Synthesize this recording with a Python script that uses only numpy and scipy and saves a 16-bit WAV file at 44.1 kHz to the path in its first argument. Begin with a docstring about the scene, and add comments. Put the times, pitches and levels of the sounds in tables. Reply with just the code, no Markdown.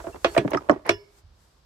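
"""A hand lever splitter cracks a paving stone outdoors, close to the microphone.
The blade crunches in, the loaded steel squeaks, and the blade rings as the stone snaps with sharp clicks.
Its halves knock over the steel bed and tumble onto a wooden pallet; each blow makes steel or wood ring.
The lever swings back, scraping, and hits its stop with a clank and a short steel ring.
Behind the work are a faint echo, a low rumble and the quiet hiss of the yard."""
import sys
import numpy as np
from scipy import signal
from scipy.fft import rfft, irfft
from scipy.io import wavfile
from scipy.ndimage import uniform_filter1d, minimum_filter1d

SR = 44100
rng = np.random.default_rng(int(sys.argv[2]) if len(sys.argv) > 2 else 0)


def dump_mix(stems):
    """Bounce the given channels to the path in sys.argv[1] as a 16-bit WAV at rate SR."""
    frames = np.atleast_2d(stems).T  # one column per channel
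    limited = np.clip(frames, -1, 1)  # hard clip at full scale
    pcm = np.round(limited * 32767).astype(np.int16)
    wavfile.write(sys.argv[1], SR, pcm)


N = 72765
t = np.arange(N) / SR

# Blows on the steel frame and on the wooden pallet. Each row: start in seconds, level in dB,
# treble cutoff in Hz, bass boost in dB, then ring and tail in dB compared with the thud.
FRAME_BLOWS = [(.001, -37.5, 1482, -8.5, -11, -2.5), (.0405, -39, 995, -20, -1.5, -1),
               (.0678, -28, 942, 5, 8.5, 12.5), (.1445, -36, 700, 0, -14, -6.5),
               (.158, -45, 1590, 1.5, -20, -11.5), (.2455, -15, 3700, -18.5, -2.5, -3),
               (.2465, -18, 900, -16, 3.5, -32), (.2575, -27.5, 3186, -15.5, -0.5, -10),
               (.3485, -31.5, 2000, -20, -4, -10), (.365, -16, 798.6, -12, 4, -3),
               (.3768, -14.5, 3363, 5.5, 4.5, -3.5), (.8926, -13.5, 10880, 3, 0.5, -13.5),
               (.9068, -23.5, 3540, 6.5, -0.5, -13.5)]
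PALLET_BLOWS = [(.378, -19, 600, 1, 2.5, -11), (.386, -25, 162.5, 9.5, 3.5, -7.5),
                (.413, -27.5, 398, 5.5, 6, -22.5), (.447, -24.5, 604.5, 7, -6.5, -13),
                (.4535, -21, 302, 9.5, -4.5, -6.5), (.4775, -31.5, 3010, -6.5, -4.5, -4),
                (.517, -29.5, 1948, -5.5, 6, 4), (.534, -20, 2965, -1.5, 7.5, -2),
                (.546, -18.5, 2091, 8, 1, -1.5), (.553, -23, 703.4, 1.5, 9.5, 0),
                (.688, -29, 900, -17, -10, -8.5), (.6955, -9, 1450, -3.5, -2, -22),
                (.704, -19.5, 378, 10, 1, -21.5), (.716, -20.5, 650, -5.5, -10.5, -15.5),
                (.7598, -37.5, 900, 6, -2.5, -14.5), (.794, -50, 1200, 3, -2, -7)]
# Modes are the tones a struck thing rings with. Each row: pitch in Hz, level in dB, fade time in seconds.
# A fade time (t60) is how long a sound takes to drop by 60 dB.
FRAME_MODES = [(344.5, -8, 0.14), (410.2, -22.5, 0.48), (507, -8, .04), (570, 2.5, 0.028),
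               (671.7, -1, 0.082), (978, -10.5, 0.071), (1084, -17, 0.015), (1172, -14, 0.1),
               (1695, -24.5, 0.24), (1890, -18.5, 0.099), (2496, -7.5, 0.061), (2806, -21.5, 0.11),
               (3405, -13.5, 0.084), (5653, -17, 0.11)]
PALLET_MODES = [(137.5, -11, 0.096), (294, 0.5, 0.089), (370, 1, 0.042), (620.7, 5.5, 0.05),
                (680, -5.5, 0.084), (840, -12, 0.013), (942, -11.5, .06), (1094, -7, 0.0742),
                (1400, -17.5, 0.088), (1689, -6, 0.025)]
LEVER_MODES = [(98.3, -30, 0.2), (339.6, -18, .06), (400, -33.5, 0.39), (650, -33.5, 0.13),
               (980, -40.5, 0.25), (1196, -19, 0.0385), (1750, -29.5, .13), (1872, -38, 0.16),
               (2272, -9, 0.029), (2880, -31.5, 0.2), (3411, -26.5, 0.11), (4540, -55.5, 0.48),
               (4530, -41.5, 0.18), (5292, -38, 0.31), (5790, -31.5, 0.061), (12370, -62.5, .44),
               (12600, -60, .13)]
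# Heavy pushes of the stone, then short clicks: stone edges and chips, and the lever's clank at its stop.
# Each row: start in seconds, level in dB, pitch in Hz, fade time in seconds.
THUMPS = [(.2472, -15, 587, 0.019), (.3665, -18.5, 649, 0.073), (.4485, -20.5, 316, 0.069),
          (.554, -22, 363, .03), (.696, -9, 643, 0.019), (.7605, -33, 370, 0.033)]
CLICKS = [(0.2441, -49, 7400, 0.038), (.378, -36.5, 8054, 0.029), (0.3647, -28.5, 1790, 0.076),
          (0.379, -25, 2330, 0.035), (0.5063, -46, 11500, 0.012), (.507, -50.5, 6100, .04),
          (0.5333, -38.5, 2260, 0.012), (0.5354, -44, 5000, 0.048), (.57, -43.5, 5323, .062),
          (.571, -25, 1240, 0.047), (.697, -22, 1120, 0.08), (.6958, -46, 7070, 0.021),
          (0.7108, -45.5, 5573, 0.036), (0.866, -51, 10800, 0.026), (.8928, -21.5, 2270, 0.034)]
# Brief steel tones: squeaks under load, and the blade's ring as the stone snaps.
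# Each row: start in seconds, length in seconds, level in dB, pitch in Hz.
STEEL_TONES = [(0.039, 0.077, -35.5, 668), (0.125, 0.026, -50, 2690), (0.253, 0.096, -49.5, 4410),
               (0.71, .075, -50.5, 1890)]

# The tone colour of each noisy sound. Each row: frequency in Hz, relative strength there in dB.
FRAME_THUD_COLOUR = [(60, -31), (110, -10.5), (190, -21), (330, -1), (650, -5), (850, -9.5), (1200, 0),
                     (1700, -15.5), (2500, -10.5), (4000, -12.5), (8000, -21), (11000, -30.5),
                     (16000, -57.5)]
PALLET_THUD_COLOUR = [(60, -29), (150, -10), (320, 1.5), (650, -5), (1200, -6), (2200, -9), (4000, -20),
                      (8000, -20.5), (16000, -38)]
STONE_RUB_COLOUR = [(100, -16), (350, 5.5), (650, 0), (1000, 0.5), (1600, -12.5), (3000, -21.5),
                    (8000, -36.5), (16000, -50.5)]
LEVER_SCRAPE_COLOUR = [(100, -8.5), (450, -0.5), (680, 0), (1000, -1), (1450, -7), (2100, -4.5),
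                       (3200, -24), (4800, -23.5), (8000, -37.5), (15000, -60)]
LEVER_RATTLE_COLOUR = [(200, -7.5), (620, -1), (2400, 5), (14000, -33.5)]
ECHO_COLOUR = [(100, -10), (300, 2), (900, -1), (2500, -2), (6000, -4), (14000, -12.5)]
HISS_COLOUR = [(200, 2.5), (1000, 3.5), (3000, -5.5), (8000, -0.5), (9700, -12), (12000, -5),
               (16000, -25.5)]
AIR_COLOUR = [(76, -30.5), (130, -1.5), (243, -12), (370, -12), (1220, -16), (2270, -26), (3500, -22.5),
              (5200, -21.5), (8000, -43), (16000, -55)]
# How the rubbing, rumble and hiss rise and fall. Each row: time in seconds, level in dB.
RUB_LEVELS = [(0, -64), (.06, -45), (.12, -69), (.16, -41.5), (.2, -65), (.31, -51.5), (.47, -49),
              (.54, -30.5), (.61, -45), (.68, -53), (.74, -38), (.82, -64), (.9, -96.5)]
RUMBLE_LEVELS = [(0, -45.5), (.2, -54), (.27, -42.5), (.34, -53), (.72, -52.5), (.81, -56.5), (.95, -51),
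                 (1.08, -62), (1.22, -60), (1.255, -47.5), (1.3, -58), (1.38, -58), (1.5, -64.5),
                 (1.65, -59.5)]
HISS_LEVELS = [(0, -53.5), (.2, -58), (.35, -47), (.43, -60.5), (.66, -64.5), (.8, -72), (1.08, -72),
               (1.19, -60.5), (1.23, -79), (1.33, -76), (1.42, -66.5), (1.65, -76)]
# How much weaker the left ear hears the work. Each row: frequency in Hz, left minus right in dB.
EAR_BALANCE = [(60, -4), (300, -2), (1000, -4.5), (4500, -5), (8000, -0.5)]
# How much later the left ear hears it. Each row: frequency in Hz, lag in radians.
LEFT_EAR_LAG = [(60, 0.031), (650, 0.044), (1400, 1.9), (6000, 0)]

OPPOSITE_EARS = np.array([[1], [-1]])  # plus on the left, minus on the right
STEREO_ABOVE_HZ = 330  # above this, left and right differ


def splitter_frame(count=26, low_hz=1298, high_hz=8930):
    """Blade and stone strike the steel frame, ringing its main modes and many weak ones in its plates."""
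    place, weakness = rng.random((count, 2)).T
    pitches = low_hz * (high_hz / low_hz) ** ((np.arange(count) + place) / count)
    levels = -15 - 5 * np.log2(pitches / low_hz) - 10 * weakness  # 5 dB weaker each octave up
    plate_modes = [(hz, db, .1) for hz, db in zip(pitches, levels)]
    return blows(FRAME_BLOWS, FRAME_MODES + plate_modes, FRAME_THUD_COLOUR, t60=.044, tail_t60=.13)


def pallet():
    """The stone halves land on wood, which stops ringing sooner than steel."""
    return blows(PALLET_BLOWS, PALLET_MODES, PALLET_THUD_COLOUR, t60=.036, tail_t60=.041)


def blows(rows, modes, body_colour, t60, tail_t60, bass_hz=260):
    """Each blow makes a short thud, a rattling tail and a ring; soft contact takes off the treble."""
    out, age = np.zeros((2, N)), t[:16384]
    for start, db, cutoff_hz, bass_db, ring_db, tail_db in rows:
        hit = thud(body_colour, age, t60, treble_damping=.65)
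        hit += undb(tail_db) * thud(body_colour, age, tail_t60, treble_damping=.044)
        hit += undb(ring_db) * punch(ring(modes, age))
        bass = signal.lfilter(*signal.butter(1, bass_hz, fs=SR), hit)
        hit += (undb(bass_db) - 1) * bass
        hit = signal.lfilter(*signal.butter(2, cutoff_hz, fs=SR), hit)
        add(out, start, undb(db) * punch(hit))
    return out


def thud(body_colour, age, t60, treble_damping):
    """Crowded modes blur into bands of noise. t60 holds at 1000 Hz; higher bands die sooner."""
    f, spectrum = noise_spectrum(len(age))
    out = 0
    for hz in 62 * 2 ** (np.arange(17) / 2):  # half an octave apart
        band = irfft(spectrum * bell(f, hz, octaves=.22), len(age))
        band *= swell(age, hz, t60 * (1000 / hz) ** treble_damping)
        out += punch(band) * colour(body_colour, hz) * np.sqrt(hz)
    return punch(out)


def ring(modes, age):
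    """A struck thing rings with fading tones; the high ones reach the two ears out of step."""
    out = 0
    for k, (hz, db, t60) in enumerate(modes):
        detune, spread = rng.standard_normal(2)
        ear_phase = OPPOSITE_EARS * .56 * np.tanh(2 * spread) * hz / (hz + STEREO_ABOVE_HZ)
        tone = np.sin(2 * np.pi * (hz + 2 * detune) * age + ear_phase)
        out += (-1) ** k * undb(db) * swell(age, hz, t60) * tone
    return out


def stone_thumps():
    """The weight of the snapping or landing stone gives each big blow a short, pitched push."""
    out, age = np.zeros((2, N)), t[:8192]
    for start, db, hz, t60 in THUMPS:
        add(out, start, undb(db) * punch(ring([(hz, 0, t60)], age)))
    return out


def clicks():
    """Stone edges and chips click, and the lever clanks at its stop; each rings briefly at one pitch."""
    out, age = np.zeros((2, N)), t[:8192]
    for start, db, hz, t60 in CLICKS:
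        click = noise(lambda f: bell(f, hz, octaves=.075) + bell(f, hz, octaves=.42) / 4, len(age))
        add(out, start, undb(db) * punch(click * swell(age, hz, t60)))
    return out


def steel_tones(rise_s=.006, pitch_waver=.0089):
    """Steel squeaks under load, and the blade rings as the stone snaps; each brief tone wavers."""
    out = np.zeros(N)
    for start, length, db, hz in STEEL_TONES:
        age = t - start
        loudness = np.clip(age / rise_s, 0, 1) * np.clip(1 - age / length, 0, 1) ** .5
        pitch = hz * (1 + pitch_waver * waver(hz=90))
        out += undb(db) * loudness * np.sin(2 * np.pi * np.cumsum(pitch) / SR)
    return out


def lever(swing_at_s=.845, stop_at_s=.8928, scrape_db=-34, rattle_db=-36.5, flutter_db=2):
    """The lever scrapes in its pivot, then rings against the stop and rattles as it settles."""
    since_stop = np.maximum(t - stop_at_s, 0)
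    scraping = np.clip((t - swing_at_s) / .018, 0, 1) ** .5 * fade(since_stop, t60=.02)
    rattling = np.clip(since_stop / .011, 0, 1) * fade(since_stop, t60=.053)
    out = undb(scrape_db) * scraping * friction(LEVER_SCRAPE_COLOUR)
    out += undb(rattle_db) * rattling * friction(LEVER_RATTLE_COLOUR)
    for mode in LEVER_MODES:  # the loose lever shakes the level of each tone
        add(out, stop_at_s, ring([mode], t) * undb(flutter_db * waver(hz=45)))
    return out


def stone_rubbing():
    """The stone grinds under the blade, then its halves slide and rock."""
    return level_curve(RUB_LEVELS) * friction(STONE_RUB_COLOUR)


def friction(body_colour, slips_per_s=1300, slip_s=.0018, spread_db=.5):
    """Rough surfaces catch and slip many times a second; each slip is a tiny burst of noise."""
    slips = (rng.random(N) < slips_per_s / SR) * undb(spread_db * rng.standard_normal(N))
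    bursts = signal.lfilter([1], [1, -np.exp(-1 / (SR * slip_s))], slips)
    grit = bursts * noise(np.ones_like)
    f = np.fft.rfftfreq(N, 1 / SR)
    return unit(irfft(rfft(grit) * colour(body_colour, f), N))


def echo(sound, db=-37.5, t60=.68, delay_s=.0067):
    """Stacked stones and the yard around scatter a little of the sound back."""
    arrival = np.clip(t / delay_s - 1, 0, 1)
    reflections = noise(lambda f: colour(ECHO_COLOUR, f)) * fade(t, t60) * arrival
    reflections /= np.sqrt(np.sum(reflections ** 2) / 2)
    return undb(db) * signal.fftconvolve(sound, reflections, axes=1)[:, :N]


def rumble():
    """A low, uneven rumble lies under the work."""
    return level_curve(RUMBLE_LEVELS) * noise(lambda f: bell(f, hz=55.4, octaves=.59))


def yard(air_db=-65.5, wide_db=-6.5):
    """Quiet outdoor air and a thin hiss that comes and goes, one high band opposite in the two ears."""
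    wide_band = noise(lambda f: bell(f, hz=9600, octaves=.07))[0] * OPPOSITE_EARS
    hiss = noise(lambda f: colour(HISS_COLOUR, f)) + undb(wide_db) * wide_band
    air = noise(lambda f: colour(AIR_COLOUR, f))
    return level_curve(HISS_LEVELS) * hiss + undb(air_db) * air


def to_the_right(sound):
    """The left ear hears a sound on the right weaker and later."""
    f = np.fft.rfftfreq(N, 1 / SR)
    lag = np.interp(f, *np.array(LEFT_EAR_LAG).T)
    share = OPPOSITE_EARS / 2  # each ear takes half of the difference
    return irfft(rfft(sound) * colour(EAR_BALANCE, f) ** share * np.exp(-1j * lag * share), N)


def swell(age, hz, t60, rise_cycles=.53, lag_s=.00022):
    """A tone builds up and dies; low bending waves arrive later and build up more slowly."""
    age = np.maximum(age - lag_s * np.sqrt(500 / hz), 0)
    return (1 - np.exp(-age * hz / rise_cycles)) * fade(age, t60)


def fade(age, t60):
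    """Die away by 60 dB every t60 seconds."""
    return np.exp(-np.log(1000) * age / t60)


def noise_spectrum(size, width=.91):
    """Frequencies and a random stereo spectrum: the ears match in the bass, less so in the treble."""
    f = np.fft.rfftfreq(size, 1 / SR)
    shared, side = np.exp(2j * np.pi * rng.random((2, len(f))))
    return f, shared + OPPOSITE_EARS * side * width * f ** 2 / (f ** 2 + STEREO_ABOVE_HZ ** 2)


def noise(shape, size=N):
    """Stereo noise; shape gives its strength at each frequency."""
    f, spectrum = noise_spectrum(size)
    return unit(irfft(spectrum * shape(f), size))


def waver(hz):
    """A random wobble, up to about hz times a second."""
    f = np.fft.rfftfreq(N, 1 / SR)
    return unit(irfft(rfft(rng.standard_normal(N)) * np.exp(-(f / hz) ** 2), N))


def bell(f, hz, octaves):
    """A smooth hill of frequencies around hz."""
    return np.exp(-.5 * (np.log2((f + 1) / hz) / octaves) ** 2)


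def colour(rows, hz):
    """Read the gain at hz from a table of frequencies and dB."""
    frequencies, levels = np.array(rows).T
    return undb(np.interp(np.log(hz + 1), np.log(frequencies), levels))


def level_curve(rows):
    """Read the gain at every moment from a table of times and dB."""
    return undb(np.interp(t, *np.array(rows).T))


def undb(db):
    """Turn decibels into a gain, a number to multiply by."""
    return 10 ** (np.asarray(db) / 20)


def unit(sound):
    """Scale to an average (rms) level of 1."""
    return sound / np.sqrt(np.mean(sound ** 2))


def punch(hit):
    """Scale a hit to the energy of 10 ms of sound at level 1."""
    return hit / np.sqrt(np.mean(np.sum(hit ** 2, axis=-1)) / (SR * .01))


def add(out, start, sound):
    """Mix a sound in at its start time in seconds."""
    i = int(start * SR)
    out[:, i:i + sound.shape[1]] += sound[:, :N - i]


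def scene():
    """The splitter and pallet stand a little to the right in a quiet yard."""
    work = splitter_frame() + pallet() + stone_thumps() + clicks()
    work += steel_tones() + lever() + stone_rubbing()
    return to_the_right(work + echo(work) + rumble()) + yard()


def record(dry, low_cut_hz=48, limit_db=1.26, hold_s=.004, top_hz=16600):
    """The microphone drops the deepest bass, a limiter holds down the highest peaks, the top is cut."""
    dry = signal.lfilter(*signal.butter(2, low_cut_hz, "high", fs=SR), dry)
    hold = int(hold_s * SR)
    gain = np.minimum(1, undb(limit_db) / (np.abs(dry).max(axis=0) + 1e-9))
    limited = dry * uniform_filter1d(minimum_filter1d(gain, hold), hold)
    return signal.sosfilt(signal.ellip(8, .2, 80, top_hz, fs=SR, output="sos"), limited)


dry = scene()
out = record(dry)
dump_mix(out)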